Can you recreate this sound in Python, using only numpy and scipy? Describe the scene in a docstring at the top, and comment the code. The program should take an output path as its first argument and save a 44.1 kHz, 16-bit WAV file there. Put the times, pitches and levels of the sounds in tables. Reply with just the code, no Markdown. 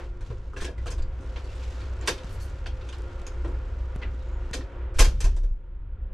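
"""Engine rumble carried by the hull and duct air come first, heard from the far end of a long ship's cabin.
Then someone works the handle, opens the door, steps out and slams it: latch and handle clack in a short,
dense room, the leaf booms on low decaying tones, and corridor ventilation leaks in until the door seals.
Drones and air are filtered noise with level curves; blows are noise contacts driving decaying modes;
small metal parts ping, rubbing parts squeak, clothes rustle and loose fittings buzz after the slam."""
import sys
import numpy as np
from scipy import signal
from scipy.fft import rfft, irfft
from scipy.io import wavfile
from scipy.ndimage import uniform_filter1d

SR = 44100
rng = np.random.default_rng(int(sys.argv[2]) if len(sys.argv) > 2 else 0)


def magnitude_from_level(level_db):
    """Linear magnitude for a level in decibels (20 dB per decade)."""
    exponent = np.asarray(level_db, float) / 20
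    return 10 ** exponent


def persist_wave(psi):
    """Save psi, clipped to +-1, as 16-bit WAV."""
    counts = np.round(np.clip(psi, -1, 1) * 32767).astype(np.int16)
    wavfile.write(sys.argv[1], SR, np.atleast_2d(counts).T)


N = 270575
T = np.arange(N) / SR
SIDES = np.array([[1], [-1]])  # left, right
# pings and squeaks carry down the aisle with less room than the blows
RING_DIRECT_DB, RING_WET_DB = -1.5, -4


def unit(x):
    """Scale to rms 1."""
    return x / np.sqrt(np.mean(x ** 2))


def colour(x, points):
    """Shape a signal by (f/Hz, gain/dB) points joined on a log frequency axis."""
    hz, db = np.transpose(points)
    f = np.fft.rfftfreq(x.shape[-1], 1 / SR) + 1
    gain = magnitude_from_level(np.interp(np.log(f), np.log(hz), db))
    return irfft(rfft(x) * gain, x.shape[-1])


def band(x, lo_hz, hi_hz):
    """Causal band-pass."""
    return signal.sosfilt(signal.butter(2, [lo_hz, hi_hz], "band", fs=SR, output="sos"), x)


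def peak(x, hz, width):
    """One resonance, gain 1 at its centre."""
    return signal.lfilter(*signal.iirpeak(hz, hz / width, fs=SR), x)


def ring(hz, t60, t):
    """A mode that decays by 60 dB in t60 seconds."""
    return np.sin(2 * np.pi * hz * t) * np.exp(-np.log(1000) * t / t60)


def walk(rate):
    """Slow random drift with rms 1, from smoothed steps at this rate in Hz."""
    k = int(SR / rate)
    steps = np.repeat(rng.standard_normal(N // k + 1), k)
    return unit(uniform_filter1d(uniform_filter1d(steps, k), k)[:N])


def curve(points):
    """Gain over time from (t/s, level/dB) points."""
    return magnitude_from_level(np.interp(T, *np.transpose(points)))


def add(out, s, x):
    """Mix x in at time s."""
    i = int(s * SR)
    out[..., i:i + x.shape[-1]] += x[..., :N - i]


def air():
    """Noise at two close microphone ports: alike in the bass, looser higher up."""
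    mid, side = rng.standard_normal((2, N))
    side_points = [(60, -20.0), (150, -25.0), (600, -12.5), (1500, -7.0), (5000, -8.0), (12000, -7.5)]
    return mid + SIDES * colour(side, side_points)


def cabin(x, direct_db=-6.5, wet_db=0):
    """Direct sound, then dense reflections that last longest in the bass; each call has its own pattern."""
    # decay of the cabin by band, before the early boost: f/Hz, t60/s, side against mid level/dB
    decay = [(138, 0.27, -26), (520, 0.22, -18.5), (1450, 0.16, -7.5), (4270, 0.18, -8.5),
             (9320, 0.074, -13), (13400, 0.18, -5)]
    early_db, early_s = -3.5, 0.019  # boost added to the first reflections and its decay constant
    evenness = 0.65  # 0 lets the room colour each blow freely, 1 leaves no narrow peaks
    t = T[:int(.4 * SR)]
    edges = [20] + [np.sqrt(a[0] * b[0]) for a, b in zip(decay, decay[1:])] + [20000]
    tail = 0
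    for (hz, t60, side_db), lo, hi in zip(decay, edges, edges[1:]):
        mid, side = rng.standard_normal((2, len(t)))
        stereo = mid + SIDES * magnitude_from_level(side_db) * side
        tail = tail + band(stereo, lo, hi) * np.exp(-np.log(1000) * t / t60)
    tail = tail * (1 - np.exp(-t / 0.0029)) * (1 + magnitude_from_level(early_db) * np.exp(-t / early_s))

    spectrum = rfft(tail)
    size = np.abs(spectrum).mean(axis=0) + 1e-9
    flatten = (uniform_filter1d(size, size=121) / size) ** evenness
    tail = irfft(spectrum * flatten, len(t)) * (t < .3)

    tail = magnitude_from_level(wet_db) * tail / np.sqrt(np.sum(tail ** 2) / 2)
    tail[:, 0] = magnitude_from_level(direct_db)  # the direct sound
    return signal.fftconvolve(x[None], tail, axes=1)


def hull():
    """Engine rumble as noise in narrow hull resonances, plus a low shudder that surges with the slam."""
    # hull resonances, each filtered twice: f/Hz, width of one pass/Hz, relative level/dB
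    resonances = [(38.67, 5.7, 1), (57.9, 15.2, 2.5), (61.28, 3.76, 0.5), (89.3, 20.8, -4),
                  (106.5, 150, -20.5)]
    # the drone wavers and swells with the slam: t/s, level/dB
    drone_level = [(0, -35), (.13, -34.5), (.7, -34), (.96, -30), (1.14, -33.5), (1.73, -35.5), (1.85, -30),
                   (2.19, -37.5), (2.35, -31), (3.3, -35.5), (3.42, -30.5), (3.91, -34), (4.08, -30),
                   (4.41, -33.5), (4.89, -35), (5.01, -27.5), (5.26, -28), (5.55, -44), (6.14, -31.5)]
    slam_s, slam_db, rise_s, t60_s = 5.01, -22, 0.013, 0.17  # rise_s is an exponential time constant
    noise = rng.standard_normal((2, N))
    drone = unit(sum(magnitude_from_level(db) * unit(peak(peak(noise[0], hz, w), hz, w)) for hz, w, db in resonances))
    since = T - slam_s
    slam = magnitude_from_level(slam_db) * np.exp(np.where(since < 0, since / rise_s, -np.log(1000) * since / t60_s))
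    steady = magnitude_from_level(-38.5 + 1 * walk(3.6))  # wavers by 1 dB rms
    shudder = unit(band(noise[1], 12.9, 49)) * (steady + slam)
    side = SIDES * magnitude_from_level(-63) * unit(band(rng.standard_normal(N), 20, 200))
    return drone * curve(drone_level) + shudder + side


def ventilation():
    """Corridor air as noise in duct resonances, through the door gap, with a wavering two-harmonic hum."""
    # broad colour of the duct air: f/Hz, relative spectral level/dB
    duct_colour = [(76, -41.5), (130, -46), (279, 7.5), (315, 0), (345, 7), (522, 3.5), (741, -2.5),
                   (1370, -3), (3200, -17.5), (5000, -35.5), (6500, -57), (11000, -120)]
    # duct resonances, each filtered twice: f/Hz, width of one pass/Hz, level against the broad air/dB
    resonances = [(516, 22, -11), (536.3, 60, -12.5), (935, 120, -18.5), (1407, 170, -18.5)]
    # air level before its flutter; it falls away as the door seals: t/s, level/dB
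    gap = [(0, -42.5), (.1, -57), (.9, -53), (1.4, -48.5), (2.15, -47.5), (2.4, -47.5), (4.75, -49),
           (5.1, -52), (5.2, -59.5), (5.45, -64), (6.14, -59.5)]
    # hum level before its flutter: t/s, level/dB
    hum_level = [(0.0, -57.5), (0.54, -63), (0.83, -63), (1.19, -62), (1.73, -68), (2.04, -57.5),
                 (2.67, -70.5), (3.07, -50.5), (4.11, -64), (4.33, -55), (4.94, -55), (6.1, -78)]
    hum_hz, waver_hz = 354.7, 2.5  # mean pitch and rms pitch drift
    wind = air()
    turn = 2 * np.pi * np.cumsum(hum_hz + waver_hz * walk(5)) / SR
    duct = unit(colour(wind, duct_colour))
    duct = duct + sum(magnitude_from_level(db) * unit(peak(peak(wind, hz, w), hz, w)) for hz, w, db in resonances)
    duct = unit(duct) * curve(gap) * magnitude_from_level(1 * walk(8.6))
    hum = unit(np.sin(turn) + .15 * np.sin(2 * turn))
    return duct + hum * curve(hum_level) * magnitude_from_level(2 * walk(9))


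def cloth_and_buzz():
    """Clothes rustle as folds slip in small grains; the same grainy noise gives the buzz of loose fittings."""
    # colour of rustle and buzz: f/Hz, relative gain/dB
    cloth_colour = [(1180, 5), (2000, 1.5), (2600, 4), (3740, 1.5), (5920, -2.5), (8000, -6.5),
                    (10400, -30.5), (17600, -120)]
    # rustle of the main cloth layer: t/s, level/dB
    rustle = [(0, -52.5), (.12, -67.5), (.2, -68), (.27, -57), (.4, -65), (.5, -68), (.77, -70), (.84, -60),
              (1, -72), (1.3, -59.5), (1.6, -51.5), (1.86, -56), (2.08, -58.5), (2.24, -53), (2.32, -54),
              (2.5, -57), (2.72, -64.5), (2.9, -57), (3.5, -62.5), (4.4, -63.5), (4.58, -62.5),
              (4.75, -67.5), (4.95, -79), (5.4, -88.5), (5.6, -91)]
    # loose fittings buzz on after the slam and its rebound: t/s, level/dB, t60/s
    fittings = [(5.001, -46, 0.72), (5.211, -49, 0.49)]
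    crisp_db, crisp_slope = -72, 1  # treble layer when the main one is at -49 dB; dB gained per dB
    folds = air() * magnitude_from_level(2 * walk(300) + .8 * walk(25) + .35 * np.maximum(walk(60), 0) ** 2)
    buzz = sum(magnitude_from_level(db - 60 * np.abs(T - s) / t60) * (T > s) for s, db, t60 in fittings)
    level = curve(rustle) + buzz
    crisp = magnitude_from_level(crisp_db) * (level / magnitude_from_level(-49.0)) ** crisp_slope
    treble = unit(band(band(folds, 8000, 12500), 8000, 12500))
    return unit(colour(folds, cloth_colour)) * level + treble * crisp


def hiss():
    """Faint microphone hiss: steady band-passed noise."""
    return magnitude_from_level(-100) * unit(band(air(), 3000, 13000))


def squeaks():
    """Rubbing at hinge, handle and seal: rough whistles and scrapes of noise through narrow or wide peaks."""
    # strokes, level before fade, roughness and room: start t/s, end t/s, f/Hz, first-filter width/Hz, level/dB
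    strokes = [(1.435, 1.455, 4500, 200, -56), (1.483, 1.507, 2680, 120, -54),
               (2.056, 2.09, 4000, 5000, -44), (1.54, 1.58, 8000, 2000, -65), (1.605, 1.63, 2600, 300, -58),
               (1.69, 1.72, 6000, 4000, -61), (1.8, 1.84, 4400, 400, -62), (2.285, 2.32, 4450, 300, -61),
               (2.49, 2.51, 6000, 4000, -63), (2.405, 2.44, 6100, 500, -64), (2.28, 2.37, 9000, 6000, -59),
               (2.39, 2.48, 9500, 6000, -61), (2.4, 2.45, 4450, 250, -60), (4.014, 4.045, 2000, 1100, -47),
               (4.03, 4.1, 1500, 700, -55), (4.195, 4.225, 3800, 250, -65), (4.24, 4.42, 6900, 400, -73),
               (4.96, 5.02, 5000, 6000, -50)]
    out, rough = np.zeros(N), magnitude_from_level(3 * walk(90))
    for start, end, hz, width, db in strokes:
        gate = np.sin(np.linspace(0, np.pi, int((end - start) * SR)))
        tone = peak(rng.standard_normal(len(gate)), hz, width)
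        tone = peak(peak(tone, hz, 2 * width), hz, 2 * width)
        add(out, start, magnitude_from_level(db) * gate * unit(tone))
    return cabin(out * rough, RING_DIRECT_DB, RING_WET_DB)[:, :N]


def booms():
    """The leaf flexes and pumps the cabin air, feet thud on the deck: low modes that build up over a few ms."""
    # swings, level of the mode before its build-up: t/s, level/dB, f/Hz, t60/s
    swings = [(0.299, -24, 111, 0.15), (0.609, -19.5, 17, 0.11), (0.996, -17.5, 20.3, 0.4),
              (1.197, -33, 270, 0.05), (2.127, -30, 310, .04), (3.445, -32, 335, 0.14),
              (3.461, -33, 140, 0.073), (3.486, -41, 280, 0.11), (4.548, -30.5, 284, 0.1),
              (4.588, -33, 270, 0.13), (4.954, -16.5, 13, 0.46), (4.989, -19.5, 66, 0.072),
              (5.003, -4.5, 32.6, 0.38), (5.074, -13.5, 60, 0.067), (5.075, -27, 125, 0.082),
              (5.008, -27.5, 390, 0.12), (5.131, -38, 190, 0.18), (5.242, -9.5, 34.4, 0.46),
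              (5.258, -39, 420, .12), (4.992, -20.5, 82, .12), (5.243, -32, 95, 0.07),
              (5.347, -17.5, 31, 0.91), (5.442, -17.5, 34.3, 0.37), (5.51, -20, 37, 0.23)]
    out, t = np.zeros(N), T[:SR]
    for s, db, hz, t60 in swings:
        add(out, s, magnitude_from_level(db) * ring(hz, t60, t) * (1 - np.exp(-t / 0.0024)))
    return out * magnitude_from_level(SIDES * 0.15 / 2)  # 0.15 dB stronger on the left


def ticks():
    """Dry single contacts with no room: a sharp noise snap over a small thud of two short modes."""
    # contacts: t/s, snap peak level/dB, thud mode level/dB
    contacts = [(2.245, -44, -24), (2.985, -48, -58), (3.005, -53, -60), (3.02, -47, -60),
                (3.164, -62, -54), (3.199, -54, -32), (3.217, -47, -35), (3.961, -41, -20),
                (4.512, -46, -24.5)]
    out, t = np.zeros(N), T[:int(.05 * SR)]
    for s, tick_db, thud_db in contacts:
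        snap = rng.standard_normal(len(t)) * np.exp(-t / .001)
        snap = band(band(snap, 3500, 8200), 3500, 13000)
        thud = ring(160, 0.016, t) + 1.04 * ring(570, 0.002, t)
        add(out, s, magnitude_from_level(tick_db) * snap / np.abs(snap).max() - magnitude_from_level(thud_db) * thud)
    return out


def pings():
    """Small metal parts ring on one note: a brief contact sets three close modes ringing."""
    # notes: t/s, f/Hz, rms level over .2 s ahead of the room/dB
    notes = [(.5325, 1200, -60), (.9148, 4900, -64), (.92, 6500, -63), (1.0215, 4800, -70),
             (1.023, 7200, -70), (1.3595, 2700, -65), (2.661, 760, -60), (2.667, 4750, -64),
             (2.668, 5900, -68), (3.446, 1300, -63), (3.446, 1880, -65), (3.447, 550, -60),
             (.5633, 1700, -55), (.5632, 2700, -60), (.5995, 1720, -58), (.609, 1750, -57),
             (.645, 2740, -57), (.643, 1700, -59), (.663, 1660, -59), (.676, 1680, -58), (.7797, 2000, -64),
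             (.865, 2850, -60), (.858, 1290, -59), (2.011, 7200, -64), (2.0127, 1820, -68),
             (2.0747, 1905, -47), (2.0745, 2570, -46), (2.092, 1740, -53), (2.6601, 1420, -58),
             (2.661, 2650, -58), (2.668, 3200, -59), (2.8887, 3400, -63), (2.889, 6500, -68),
             (2.927, 3000, -63), (4.022, 2000, -60), (4.534, 4200, -56), (3.2662, 6700, -58),
             (3.2662, 5100, -65), (3.268, 10000, -70), (3.276, 6550, -61), (4.5317, 1850, -54),
             (4.538, 3700, -57), (4.606, 1850, -63), (4.991, 1255, -47), (4.992, 640, -53),
             (4.992, 6400, -43), (5.002, 1950, -45), (5.003, 858, -46), (5.003, 2700, -46),
             (5.013, 1090, -47), (5.046, 6450, -52), (5.0467, 2960, -54), (5.2054, 6200, -60),
             (5.2421, 2630, -58), (5.243, 900, -57), (5.206, 900, -62)]
    cycles, detune = 45, .022  # cycles until a mode has faded by 60 dB; largest detune as a fraction
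    out, t = np.zeros((2, N)), T[:int(.2 * SR)]
    for s, hz, db in notes:
        tap = rng.standard_normal(len(t)) * np.exp(-t / .003) * (1 - np.exp(-t / .0006))
        modes = hz * (1 + detune * rng.uniform(-1, 1, size=3))
        note = sum(ring(f, cycles / hz, t) for f in modes)
        note = peak(signal.fftconvolve(tap, note)[:len(t)], hz, hz / 2)
        add(out, s, cabin(magnitude_from_level(db) * unit(note), RING_DIRECT_DB, RING_WET_DB))
    return out


def knocks():
    """Handle, latch, steps and knocks: a short rattle of contacts drives the modes of lock plate and leaf."""
    # blows, rms levels over .2 s ahead of the room:
    # t/s, thud 329-597 Hz level/dB, crack 1.4-4.7 kHz level/dB, sizzle 4.8-8.8 kHz level/dB,
    # rattle decay constant/s (held to 1 ms or more)
    blows = [(0.207, -58, -69.5, -73, 0.0045), (0.3014, -51.5, -70.5, -88, 0.0037),
             (0.5316, -59.5, -79, -80, 0.0076), (0.5626, -52.5, -65, -74, 0.004),
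             (.567, -63, -59, -62.5, 0.024), (0.6027, -77, -52.5, -62, 0.027),
             (0.6111, -50, -59.5, -55, 0.019), (0.6446, -54, -51, -54.5, 0.0071),
             (0.6794, -49.5, -89, -93, 0.0057), (.7791, -67, -70, -78, 0.0025),
             (.858, -53, -65, -66, 0.0031), (.868, -77, -56, -60, 0.0032), (.879, -55, -60.5, -70, 0.0038),
             (.9034, -60, -62, -58, 0.0045), (0.9143, -67, -64, -61, 0.0023),
             (0.922, -56.5, -66, -75, 0.0027), (0.9802, -60, -65, -71, 0.0043),
             (1.0197, -84, -68, -81, 0.002), (1.2028, -55, -80, -74, 0.048),
             (1.3595, -57, -57, -93, 0.0034), (1.4381, -59, -78, -74, 0.02),
             (1.8033, -63, -62.5, -75, 0.022), (2.0122, -53.5, -58.5, -80, 0.086),
             (2.0741, -49.5, -38, -41.5, 0.0027), (2.077, -44.5, -48, -42.5, 0.00094),
             (2.0834, -44.5, -42.5, -58, 0.0017), (2.0873, -54, -55, -63, 0.0018),
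             (2.0963, -58, -62, -61, 0.0043), (2.112, -69, -71, -65, 0.0025),
             (2.178, -72, -59.5, -70, 0.0033), (2.3985, -71, -87, -65, 0.058),
             (2.6589, -63, -56.5, -80, 0.002), (2.665, -70, -67, -66, 0.0017),
             (2.81, -73, -65.5, -95, 0.003), (2.8883, -78, -62.5, -69, 0.0016),
             (2.9256, -76, -60.5, -68.5, 0.0039), (3.2657, -66.5, -60, -100, 0.0015),
             (3.445, -50.5, -64.5, -76, 0.0038), (3.47, -52.5, -80, -75, 0.027),
             (4.0151, -56, -62, -99, 0.006), (4.5313, -74, -47.5, -53.5, 0.0071),
             (4.536, -52.5, -57, -49, 0.0047), (4.559, -54.5, -82, -62, 0.012),
             (4.6075, -64, -64, -91, 0.0019), (4.94, -63, -63.5, -68, 0.054),
             (4.9857, -51, -44, -48, 0.0038), (4.9892, -39.5, -37, -34.5, 0.0044),
             (4.9965, -49.5, -44, -52, .003), (5.0021, -43.5, -44.5, -37, 0.0041),
             (5.0121, -48, -48, -44, 0.0034), (5.0201, -49, -47, -53, 0.0049),
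             (5.0452, -50.5, -46.5, -47, 0.0022), (5.063, -56.5, -62, -59.5, 0.0049),
             (5.085, -61, -66, -65, .004), (5.2043, -56, -53.5, -49, 0.0037),
             (5.2407, -50, -54.5, -50.5, 0.0065), (5.3634, -61.5, -68.5, -64.5, 0.0059),
             (5.4322, -64, -74.5, -75, 0.0092)]
    # modes of the door leaf, then of lock plate and handle, before a random spread: f/Hz, level/dB, t60/s
    leaf = [(280, -9, .05), (355, -8, .06), (410, -6, .05), (520, -7, .05), (720, -8, .04), (1080, -6, .04)]
    lock = [(1100, -6, .03), (1650, -2, .03), (1850, -2, .03), (2490, -4, .03), (2720, -2, .03),
            (3300, -4, .02), (3750, -4, .02), (4310, -5, .02), (4900, -5, .02), (6100, -4, .015),
            (6430, -3, .03), (7400, -5, .015), (8400, -6, .015), (9300, -7, .015), (10800, -7, .015)]
    low_db = -10.5  # 110-240 Hz weight against the thud
    panel_share, panel_offset_db = 0.37, -2.5  # panel band lies this far from thud to crack, plus an offset
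    top_db, top_slope = -13, 0.29  # top band against a sizzle of -45 dB; dB brighter per dB harder
    out, t = np.zeros((2, N)), T[:int(.2 * SR)]
    for s, thud_db, crack_db, sizzle_db, rattle in blows:
        rattle = max(rattle, .001)
        contacts = magnitude_from_level(6 * rng.standard_normal(len(t))) * np.exp(-t / rattle) * (1 - np.exp(-t / .0012))
        # hard contacts carry all pitches evenly; one independent row per band
        push = rfft(rng.standard_normal((6, len(t))) * contacts)
        push = irfft(push / np.abs(push), len(t)) * np.exp(-t / (2 * rattle))

        spread = magnitude_from_level(2 * rng.standard_normal(len(leaf + lock)))
        rings = sum(g * magnitude_from_level(db) * ring(hz, t60, t) for g, (hz, db, t60) in zip(spread, leaf + lock))
        ringing = signal.fftconvolve(push, rings[None], axes=1)[:, :len(t)]
        blow = unit(push) + magnitude_from_level(-8) * unit(ringing)

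        panel_db = thud_db + panel_share * (crack_db - thud_db) + panel_offset_db
        edge_db = sizzle_db + top_db + top_slope * (sizzle_db + 45)
        parts = ((110, 240, thud_db + low_db), (329, 597, thud_db), (600, 1590, panel_db),
                 (1400, 4730, crack_db), (4820, 8770, sizzle_db), (9000, 11800, edge_db))
        mix = 0
        for row, (lo, hi, db) in zip(blow, parts):
            mix = mix + magnitude_from_level(db) * unit(band(band(row, lo, hi), lo / 2, 1.21 * hi))
        add(out, s, cabin(mix))
    return out


def scene():
    """Door sounds over hull, ventilation, cloth and hiss."""
    background = hull() + ventilation() + cloth_and_buzz() + hiss()
    return background + squeaks() + booms() + ticks() + pings() + knocks()


def ports(x):
    """The two microphone ports differ a little in colour, half the tilt on each."""
    # left port over right: f/Hz, level/dB
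    tilt = [(60, .1), (300, .8), (1000, -.2), (4400, .2), (9000, -.8), (14000, -1.5)]
    return np.array([colour(c, [(hz, sign * db / 2) for hz, db in tilt]) for c, sign in zip(x, (1, -1))])


def roll_off(x):
    """The treble ends steeply here."""
    return signal.sosfilt(signal.butter(12, 15660, fs=SR, output="sos"), x)


def record(dry):
    """The two-port microphone tilts each side's colour and rolls off above 14 kHz."""
    rolloff = signal.butter(3, 14000, fs=SR, output="sos")
    finished = signal.sosfilt(rolloff, ports(dry))
    return roll_off(finished)


dry = scene()
out = record(dry)
persist_wave(out)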